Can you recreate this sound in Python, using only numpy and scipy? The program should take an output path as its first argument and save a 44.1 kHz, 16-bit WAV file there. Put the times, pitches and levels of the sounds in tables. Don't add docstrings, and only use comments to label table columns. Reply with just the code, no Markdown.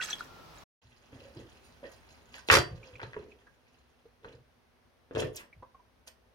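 import sys
import numpy as np
from scipy import signal
from scipy.fft import rfft, irfft
from scipy.io import wavfile
from scipy.ndimage import uniform_filter1d

SR = 44100
rng = np.random.default_rng(int(sys.argv[2]) if len(sys.argv) > 2 else 0)


def pcm_store(signal):
    levels = np.round(np.clip(np.atleast_2d(signal), -1, 1) * 32767)
    wavfile.write(sys.argv[1], SR, levels.astype(np.int16).T)


N = 279594
TIME = np.arange(N) / SR
BASIN_END_S, COUNTER_START_S = 0.6387, .82
MIC_LAG_S = 0.00019


def from_db(db):
    return 10 ** (np.asarray(db) / 20)


def rms_one(x):
    return x / np.sqrt(np.mean(x ** 2) + 1e-20)


def gain_curve(rows):
    return from_db(np.interp(TIME, *np.transpose(rows)))


def at_hz(points, hz):
    table = np.array(points)
    return np.interp(np.log(hz), np.log(table[:, 0]), table[:, 1])


def dull(x, hz):
    return signal.sosfilt(signal.butter(2, min(hz, SR / 2.3), fs=SR, output="sos"), x)


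def colour(x, spectrum, size=4096):
    hz = np.maximum(np.arange(size // 2 + 1) * SR / size, 1)
    cepstrum = irfft(np.log(from_db(at_hz(spectrum, hz))))
    cepstrum[1:size // 2] *= 2
    cepstrum[size // 2 + 1:] = 0
    response = irfft(np.exp(rfft(cepstrum)))
    return signal.oaconvolve(x, response / np.linalg.norm(response))[:N]


def ring(drive, hz, t60):
    radius = 1000 ** (-1 / (t60 * SR))
    angle = 2 * np.pi * hz / SR
    gain = np.sin(angle) * np.sqrt(2 * (1 - radius * radius))
    return signal.lfilter([0, gain], [1, -2 * radius * np.cos(angle), radius * radius], drive + 1e-18)


def add(track, s, sound):
    start = max(round(s * SR), 0)
    track[start:start + len(sound)] += sound[:N - start]


def burst(t60, rise=0):
    age = TIME[:SR // 2] / t60
    build = 1 - np.exp(-(age + 1e-9) / (rise + 1e-12))
    shape = build * 1000 ** -age
    return rng.standard_normal(len(age)) * shape / shape.max()


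ATTACK_SPEED = 5.6


def swell(s, db, width, attack=ATTACK_SPEED):
    age = (TIME - s) / width
    skewed = np.where(age < 0, attack * age, age)
    return from_db(db) / np.cosh(np.clip(skewed, -20, 20))


def grains(per_s, spread_db, low_hz, high_hz, cycles, count=18):
    sizes = from_db(spread_db * np.minimum(rng.exponential(1, N), 3.5)) * rng.choice([-1, 1], N)
    clicks = sizes * (rng.random(N) < per_s / SR)
    dealt = rng.integers(0, count, N)
    pitches = np.geomspace(low_hz, min(high_hz, SR / 2.5), count)
    return rms_one(sum(ring(clicks * (dealt == k), hz, cycles / hz) * np.sqrt(hz)
                       for k, hz in enumerate(pitches)))


# frequency in Hz, correlation from -1 to 1.
STEREO_CORRELATION = [(200, 0.6), (700, 0.25), (3000, 0.02), (12000, 0.4)]


def stereo_noise(count):
    mid, side = rfft(rng.standard_normal((2, count)))
    alike = np.clip(at_hz(STEREO_CORRELATION, np.linspace(1, SR / 2, len(mid))), -.95, .95)
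    shared = np.sqrt((1 + alike) / 2) * mid
    opposed = np.sqrt((1 - alike) / 2) * side * [[1], [-1]]
    return irfft(shared + opposed, count)


# frequency in Hz, t60 in seconds.
ROOM_DECAY = [(500, 0.31), (2000, 0.25), (14000, 0.18)]
# frequency in Hz, relative level in dB.
ROOM_BALANCE = [(100, -3), (500, 1.5), (2000, 1.5), (14000, -1)]


def room(x, wet_db, near_db, near_t60, pan_db, lag_s):
    t, edges = TIME[:SR // 2], np.geomspace(35, 17000, 13)
    noise, tail = stereo_noise(len(t)), 0
    for low, high in zip(edges, edges[1:]):
        hz = np.sqrt(low * high)
        decay = 1000 ** (-t / at_hz(ROOM_DECAY, hz)) * (t > .003)
        band = signal.butter(2, [low, high], "band", fs=SR, output="sos")
        banded = signal.sosfilt(band, noise * decay / np.linalg.norm(decay))
        tail = tail + banded * from_db(at_hz(ROOM_BALANCE, hz))
    quick = 1000 ** (-t / near_t60)
    high_pass = signal.butter(1, 700, "high", fs=SR, output="sos")
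    scatter = signal.sosfilt(high_pass, stereo_noise(len(t)) * quick / np.linalg.norm(quick))
    direct = np.sinc((t - np.array([[0], [lag_s]])) * SR)
    response = direct + from_db(near_db) * scatter + from_db(wet_db) * tail
    balance = from_db(np.array([[pan_db], [-pan_db]]) / 2)
    return signal.oaconvolve(x[None], response, axes=1)[:, :N] * balance


# frequency in Hz, relative level in dB.
BASIN_AIR_SPECTRUM = [(18, -59.5), (30, -4), (437, -8.5), (1300, -9), (1500, -16), (5590, -22),
                      (7470, -34.5), (16000, -34)]
BASIN_AIR_DB = -53


def air(spectrum):
    return np.array([colour(side, spectrum) for side in stereo_noise(N)])


def basin_air():
    return from_db(BASIN_AIR_DB) * air(BASIN_AIR_SPECTRUM) * (TIME < BASIN_END_S)


# start in seconds, peak level of the ring before the room in dB, middle pitch in Hz.
BUBBLES = [(.001, -29, 1530), (.0095, -29.5, 2710), (.013, -32, 1947), (.026, -30.5, 3400),
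           (0.048, -38, 6300), (0.086, -42, 1520), (0.107, -31.5, 6010), (0.1295, -25, 3430),
           (0.207, -30, 1400), (0.584, -51.5, 7210), (2.829, -51.5, 2770), (2.953, -48, 2585),
           (3.163, -35, 434), (3.315, -55, 2540), (3.468, -52.5, 1588), (4.054, -52.5, 470),
           (5.527, -54, 2193), (5.624, -43.5, 1020), (5.626, -50, 525), (5.745, -51, 1050),
           (5.793, -56, 990)]
DRIP_T60_S, LEAF_HOLD_S = 0.021, 0.022
OPEN_WATER_ROUGH = 0.23
SPLAT_DB, SPLAT_T60_S, SPLAT_REACH = -6, 0.05, 0.86


def drips(rise, swell_cycles, wobble):
    out = np.zeros(N)
    for s, db, hz in BUBBLES:
        rough = OPEN_WATER_ROUGH if s < BASIN_END_S else 1
        t60 = DRIP_T60_S + rough * LEAF_HOLD_S
        age = np.linspace(0, 1, int(t60 * SR) + 2)
        build = 1 - np.exp(-age * hz * t60 / (rough * swell_cycles))
        shape = build * 1000 ** -age
        unsteady = np.interp(age, np.linspace(0, 1, 40), rng.standard_normal(40))
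        pitch = hz * (1 + rise * (age - .5) + rough * wobble * unsteady)
        tone = np.sin(2 * np.pi * np.cumsum(pitch) / SR)
        add(out, s, from_db(db) * shape / shape.max() * tone)
        splat = dull(burst(SPLAT_T60_S, rise=0.046), SPLAT_REACH * hz)
        add(out, s, rough * from_db(db + SPLAT_DB) * splat / np.abs(splat).max())
    return out


# time of the height in seconds, relative level in dB.
HAND_STROKES = [(0.018, -42.5), (0.094, -47.5), (0.191, -55), (0.556, -64.5)]
STROKE_WIDTH_S = 0.031
# frequency in Hz, relative level in dB.
WATER_SPECTRUM = [(900, -8.5), (1400, 2.5), (3300, -4.5), (6300, -5.5), (8000, -12.5), (15500, -24)]


def swish():
    fizz = grains(per_s=2500, spread_db=5, low_hz=900, high_hz=15000, cycles=24)
    strokes = sum(swell(s, db, STROKE_WIDTH_S) for s, db in HAND_STROKES)
    return strokes * rms_one(colour(fizz, WATER_SPECTRUM))


POP_CYCLES, POP_RATTLE, POP_RATTLE_T60_S, POP_REACH = 5.6, 0.11, 0.025, 2.2


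def pops(rows):
    out = np.zeros(N)
    for s, db, hz in rows:
        contact = POP_RATTLE * burst(POP_RATTLE_T60_S)
        contact[0] = 1
        pop = dull(ring(contact, hz, POP_CYCLES / hz), POP_REACH * hz)
        pop = signal.sosfilt(signal.butter(2, hz / 2, "high", fs=SR, output="sos"), pop)
        add(out, s, from_db(db) * pop / np.abs(pop).max())
    return out


# start in seconds, peak level before the room in dB, pitch in Hz.
WET_SLAPS = [(0.024, -34, 5020), (1.83, -39, 620), (2.342, -33, 2780), (2.996, -36, 1394),
             (3.001, -33.5, 1550), (3.016, -32, 1604), (3.031, -30.5, 1295), (3.133, -34.5, 1650),
             (3.143, -35.5, 1670), (3.165, -34, 960), (4.246, -36, 1293), (4.2525, -36.5, 1153),
             (5.203, -28, 6000), (5.374, -31, 5460), (6.078, -35, 5900)]


def slaps():
    return pops(WET_SLAPS)


# time of the height in seconds, peak level in dB, pitch in Hz.
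LINGERING_TONES = [(0.301, -58, 1387), (.39, -59.5, 1330)]
BASIN_TONE_WIDTH_S = .09


def basin_tones():
    return sum(swell(s, db, BASIN_TONE_WIDTH_S) * np.sin(2 * np.pi * hz * TIME)
               for s, db, hz in LINGERING_TONES)


# frequency in Hz, relative level in dB.
KITCHEN_AIR_SPECTRUM = [(25, -28), (59, -2), (205, -18), (245, -6), (280, -19), (404, -13.5), (700, -16.5),
                        (2060, -23.5), (6200, -34), (7400, -46), (9200, -38), (16000, -44.5)]
# time in seconds, level in dB.
KITCHEN_AIR_LEVEL = [(.84, -69), (1.2, -59.5), (2.4, -60.5), (3.6, -66.5)]


def kitchen_air():
    return gain_curve(KITCHEN_AIR_LEVEL) * air(KITCHEN_AIR_SPECTRUM)


# start in seconds, relative level in dB.
COUNTER_BUMPS = [(.835, -50.5), (2.503, -27.5), (2.572, -33), (2.72, -40.5), (2.92, -49), (5.14, -36.5),
                 (5.22, -35.5), (5.555, -49)]
# time the hand lands in seconds, width in seconds, push on the counter in dB, gurgle in dB,
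# hollow pitch in Hz, leaf crackle in dB; all levels are relative.
HAND_PRESSES = [(1.115, 0.027, -47.5, -47.5, 273, -57), (1.202, 0.078, -49, -55, 543, -63.5),
                (1.356, 0.043, -45, -45, 327, -66), (1.825, 0.026, -55, -42, 558, -50.5),
                (2.7, 0.2, -43, -54, 503, -64), (3.013, 0.024, -42.5, -42.5, 418, -48),
                (3.157, 0.068, -46, -46.5, 415, -59), (4.236, 0.044, -47.5, -47, 470, -59),
                (4.331, 0.011, -48.5, -59, 461, -70)]
# frequency in Hz, relative level in dB.
COUNTER_SPECTRUM = [(25, -34), (55, -5.5), (130, 2.5), (270, -22), (500, -36.5), (1500, -75.5)]
THUD_T60_S = .18
THUD_HZ, THUD_AT_DB, THUD_DB_PER_OCTAVE = 210, -34.5, 12


def thuds(rise):
    out = np.zeros(N)
    pushes = [(s, db) for s, _, db, *_ in HAND_PRESSES]
    for s, db in list(COUNTER_BUMPS) + pushes:
        top_hz = THUD_HZ * 2 ** ((db - THUD_AT_DB) / THUD_DB_PER_OCTAVE)
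        add(out, s, from_db(db) * dull(burst(THUD_T60_S, rise), top_hz))
    return colour(out, COUNTER_SPECTRUM)


PUSH_LEAD, PUSH_LEAD_MAX_S = 0.5, 0.015


def press(s, db, width):
    return swell(s + min(PUSH_LEAD * width, PUSH_LEAD_MAX_S), db, width)


# frequency in Hz, relative level in dB.
JUICE_SPECTRUM = [(130, -15), (260, -3.5), (520, -1.5), (750, -21), (3000, -50)]
HOLLOW_DB, GURGLE_DB, HOLLOW_T60_S = -4, -8.5, 0.07


def squelches():
    juice = grains(per_s=940, spread_db=3.5, low_hz=218, high_hz=900, cycles=16)
    gurgle = from_db(GURGLE_DB) * rms_one(colour(juice, JUICE_SPECTRUM))
    rub = rng.standard_normal(N)
    out = np.zeros(N)
    for s, width, _, db, hz, _ in HAND_PRESSES:
        hollow = from_db(HOLLOW_DB) * rms_one(ring(rub, hz, HOLLOW_T60_S))
        out += (gurgle + hollow) * press(s, db, width)
    return out


# time of the height in seconds, relative level in dB, width in seconds, brightness in Hz.
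LEAF_RUSTLES = [(1.35, -67, 1, 5100), (1.92, -60.5, 0.028, 10700), (2.091, -65, 0.048, 6100),
                (2.352, -50, 0.025, 5300), (2.86, -62.5, .09, 3395), (3.75, -73, .15, 3950),
                (5.2, -43.5, 0.026, 7350), (5.362, -54, 0.022, 15300), (6.076, -50, 0.005, 8500)]
# frequency in Hz, relative level in dB.
LEAF_SPECTRUM = [(400, -6.5), (2700, -4), (4000, -7), (6800, -5.5), (7500, -18.5), (9200, -6.5),
                 (15500, -15.5)]
CLUMP_DB, CLUMPS_PER_S = 3, 70
PRESS_BRIGHT_HZ = 3184
RUSTLE_ATTACK_SPEED = 1.9


def rustles():
    crackle = grains(per_s=1500, spread_db=4.5, low_hz=593, high_hz=15300, cycles=18)
    clumps = np.interp(TIME * CLUMPS_PER_S, np.arange(N), rng.standard_normal(N))
    crackle = rms_one(colour(crackle, LEAF_SPECTRUM)) * rms_one(from_db(CLUMP_DB * clumps))
    pressure = sum(press(s, db, width) for s, width, *_, db in HAND_PRESSES)
    out = dull(crackle * pressure, PRESS_BRIGHT_HZ)
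    for s, db, width, bright_hz in LEAF_RUSTLES:
        out += dull(crackle * swell(s, db, width, RUSTLE_ATTACK_SPEED), bright_hz)
    return out


SNAP_DB, SNAP_T60_S, SNAP_WIDTH_S = 1, 0.042, 0.03


def snaps():
    out = np.zeros(N)
    for s, db, width, bright_hz in LEAF_RUSTLES:
        strength = from_db(db + SNAP_DB) * min(SNAP_WIDTH_S / width, 1)
        add(out, s - .002, strength * dull(burst(SNAP_T60_S), bright_hz))
    return colour(out, LEAF_SPECTRUM)


def ringing(force, modes, ring_db):
    return sum(from_db(db + ring_db) * ring(force, hz, t60) for hz, db, t60 in modes)


# time of the height in seconds, relative level in dB, width in seconds.
SLIDES = [(1.64, -64, 0.027), (2.478, -49, .02)]
# frequency in Hz, relative level in dB.
KNIFE_SPECTRUM = [(120, -45.5), (200, -16), (360, -1), (760, -10.5), (1400, -5), (2100, -8.5),
                  (2910, -14.5), (4770, -14.5), (7270, -24.5), (13000, -27), (16000, -45)]
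# frequency in Hz, relative level in dB, t60 in seconds.
KNIFE_RING = [(724, -5.5, 0.17), (1437, -8.5, 0.21), (2635, -15.5, 0.15), (4060, -11.5, 0.16),
              (4655, -10, 0.19), (5916, -16, 0.13), (6750, -23, 0.15), (9220, -17, 0.098)]
SLIDE_RING_DB = 5


def blade_slides():
    friction = np.diff(rng.standard_normal(N + 1)) * sum(swell(*slide) for slide in SLIDES)
    return colour(friction, KNIFE_SPECTRUM) + ringing(friction, KNIFE_RING, SLIDE_RING_DB)


# start in seconds, peak level before the room in dB, pitch in Hz.
CLACKS = [(2.4867, -19, 3300), (2.488, -22, 560), (2.5002, -6, 1905), (2.5061, -8.5, 1550)]


def handle_clacks():
    return pops(CLACKS)


def struck(hits, spectrum, modes, ring_db, crack, chatter_db):
    force = np.zeros(N)
    for s, db, bright_hz, t60 in hits:
        contact = burst(t60)
        chatter = rms_one(uniform_filter1d(rng.standard_normal(len(contact)), size=30))
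        contact *= rms_one(from_db(chatter_db * chatter))
        contact[0] = crack * np.linalg.norm(contact)
        add(force, s, from_db(db) * dull(contact, bright_hz))
    return colour(force, spectrum) + ringing(force, modes, ring_db)


# start in seconds, relative level in dB, contact brightness in Hz, rattle t60 in seconds.
BLADE_HITS = [(2.4999, -16.5, 3000, 0.035), (2.513, -18.5, 12000, 0.053), (2.5245, -18, 11080, .05),
              (2.529, -19.5, 14000, 0.046), (2.538, -17, 11000, 0.05), (2.5516, -20.5, 11000, 0.06),
              (2.569, -22.5, 10310, 0.06), (2.586, -30, 9093, 0.12)]


def knife():
    out = 0
    for spot in (BLADE_HITS[::2], BLADE_HITS[1::2]):
        blows = struck(spot, KNIFE_SPECTRUM, KNIFE_RING, ring_db=-10.5, crack=1.1, chatter_db=4.5)
        out = out + room(blows, wet_db=4.0, near_db=4.5, near_t60=0.04, pan_db=-1.8, lag_s=MIC_LAG_S)
    return from_db(-2.5) * out


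# start in seconds, relative level in dB, contact brightness in Hz.
BOWL_KNOCKS = [(5.11, -38.5, 1200), (5.151, -31.5, 5000), (5.16, -25.5, 2800), (5.171, -23.5, 750),
               (5.222, -24.5, 2680)]
# frequency in Hz, relative level in dB.
BOWL_SPECTRUM = [(120, -37), (200, -20), (350, -5), (520, -8.5), (759, -25), (3380, -24.5), (5080, -36),
                 (14000, -34)]
# frequency in Hz, relative level in dB, t60 in seconds.
BOWL_RING = [(316, 1.5, 0.087), (379.6, -4, 0.2), (444, -1.5, 0.35), (505, -5, 0.3), (625, -13, 0.31)]
CONTACT_CYCLES = 207


def bowl():
    hits = [(s, db, hz, CONTACT_CYCLES / hz) for s, db, hz in BOWL_KNOCKS]
    out = 0
    for edge in (hits[::2], hits[1::2]):
        knocks = struck(edge, BOWL_SPECTRUM, BOWL_RING, ring_db=-10.0, crack=0.8, chatter_db=2)
        out = out + room(knocks, wet_db=5.5, near_db=2.5, near_t60=0.0071, pan_db=-0.4, lag_s=MIC_LAG_S)
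    return from_db(-4.5) * out


SLURP_S, SLURP_LENGTH_S, SLURP_DB = 5.358, 0.076, -40.5
SLURP_HZ, SLURP_OPENING_S, SLURP_FLUTTER_HZ = 15400, .006, 1200


def slurp():
    age = TIME[:SR // 4]
    hz = SLURP_HZ / (1 + age / SLURP_OPENING_S)
    flutter = rms_one(dull(rng.standard_normal(len(age)), SLURP_FLUTTER_HZ))
    tone = np.sin(2 * np.pi * np.cumsum(hz) / SR)
    fade = np.sqrt(hz / SLURP_HZ) / np.cosh((age / SLURP_LENGTH_S) ** 2)
    out = np.zeros(N)
    add(out, SLURP_S, from_db(SLURP_DB) * flutter * tone * fade)
    return out


def scene():
    plinks = room(drips(rise=0.031, swell_cycles=7, wobble=0.1),
                  wet_db=-2.5, near_db=-2, near_t60=0.04, pan_db=-2, lag_s=0)
    water = room(swish(), wet_db=-8.0, near_db=5.5, near_t60=0.051, pan_db=-2.5, lag_s=0) + basin_tones()
    contacts = room(slaps() + handle_clacks() + slurp(),
                    wet_db=0, near_db=-3, near_t60=0.029, pan_db=-0.5, lag_s=MIC_LAG_S)
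    counter = room(thuds(rise=0.16) + squelches(),
                   wet_db=-2.5, near_db=-3.0, near_t60=0.0069, pan_db=-0.4, lag_s=MIC_LAG_S)
    leaves = from_db(-1.5) * room(rustles() + snaps() + blade_slides(),
                                  wet_db=4.5, near_db=-0.5, near_t60=0.054, pan_db=-3.5, lag_s=MIC_LAG_S)
    mix = basin_air() + plinks + water + contacts + kitchen_air() + counter + leaves + knife() + bowl()
    audible = (TIME < BASIN_END_S) | (TIME > COUNTER_START_S)
    return mix * uniform_filter1d(1. * audible, size=400)


def record(dry):
    return signal.sosfilt(signal.ellip(10, .2, 80, 15900, fs=SR, output="sos"), dry)


dry = scene()
out = record(dry)
pcm_store(out)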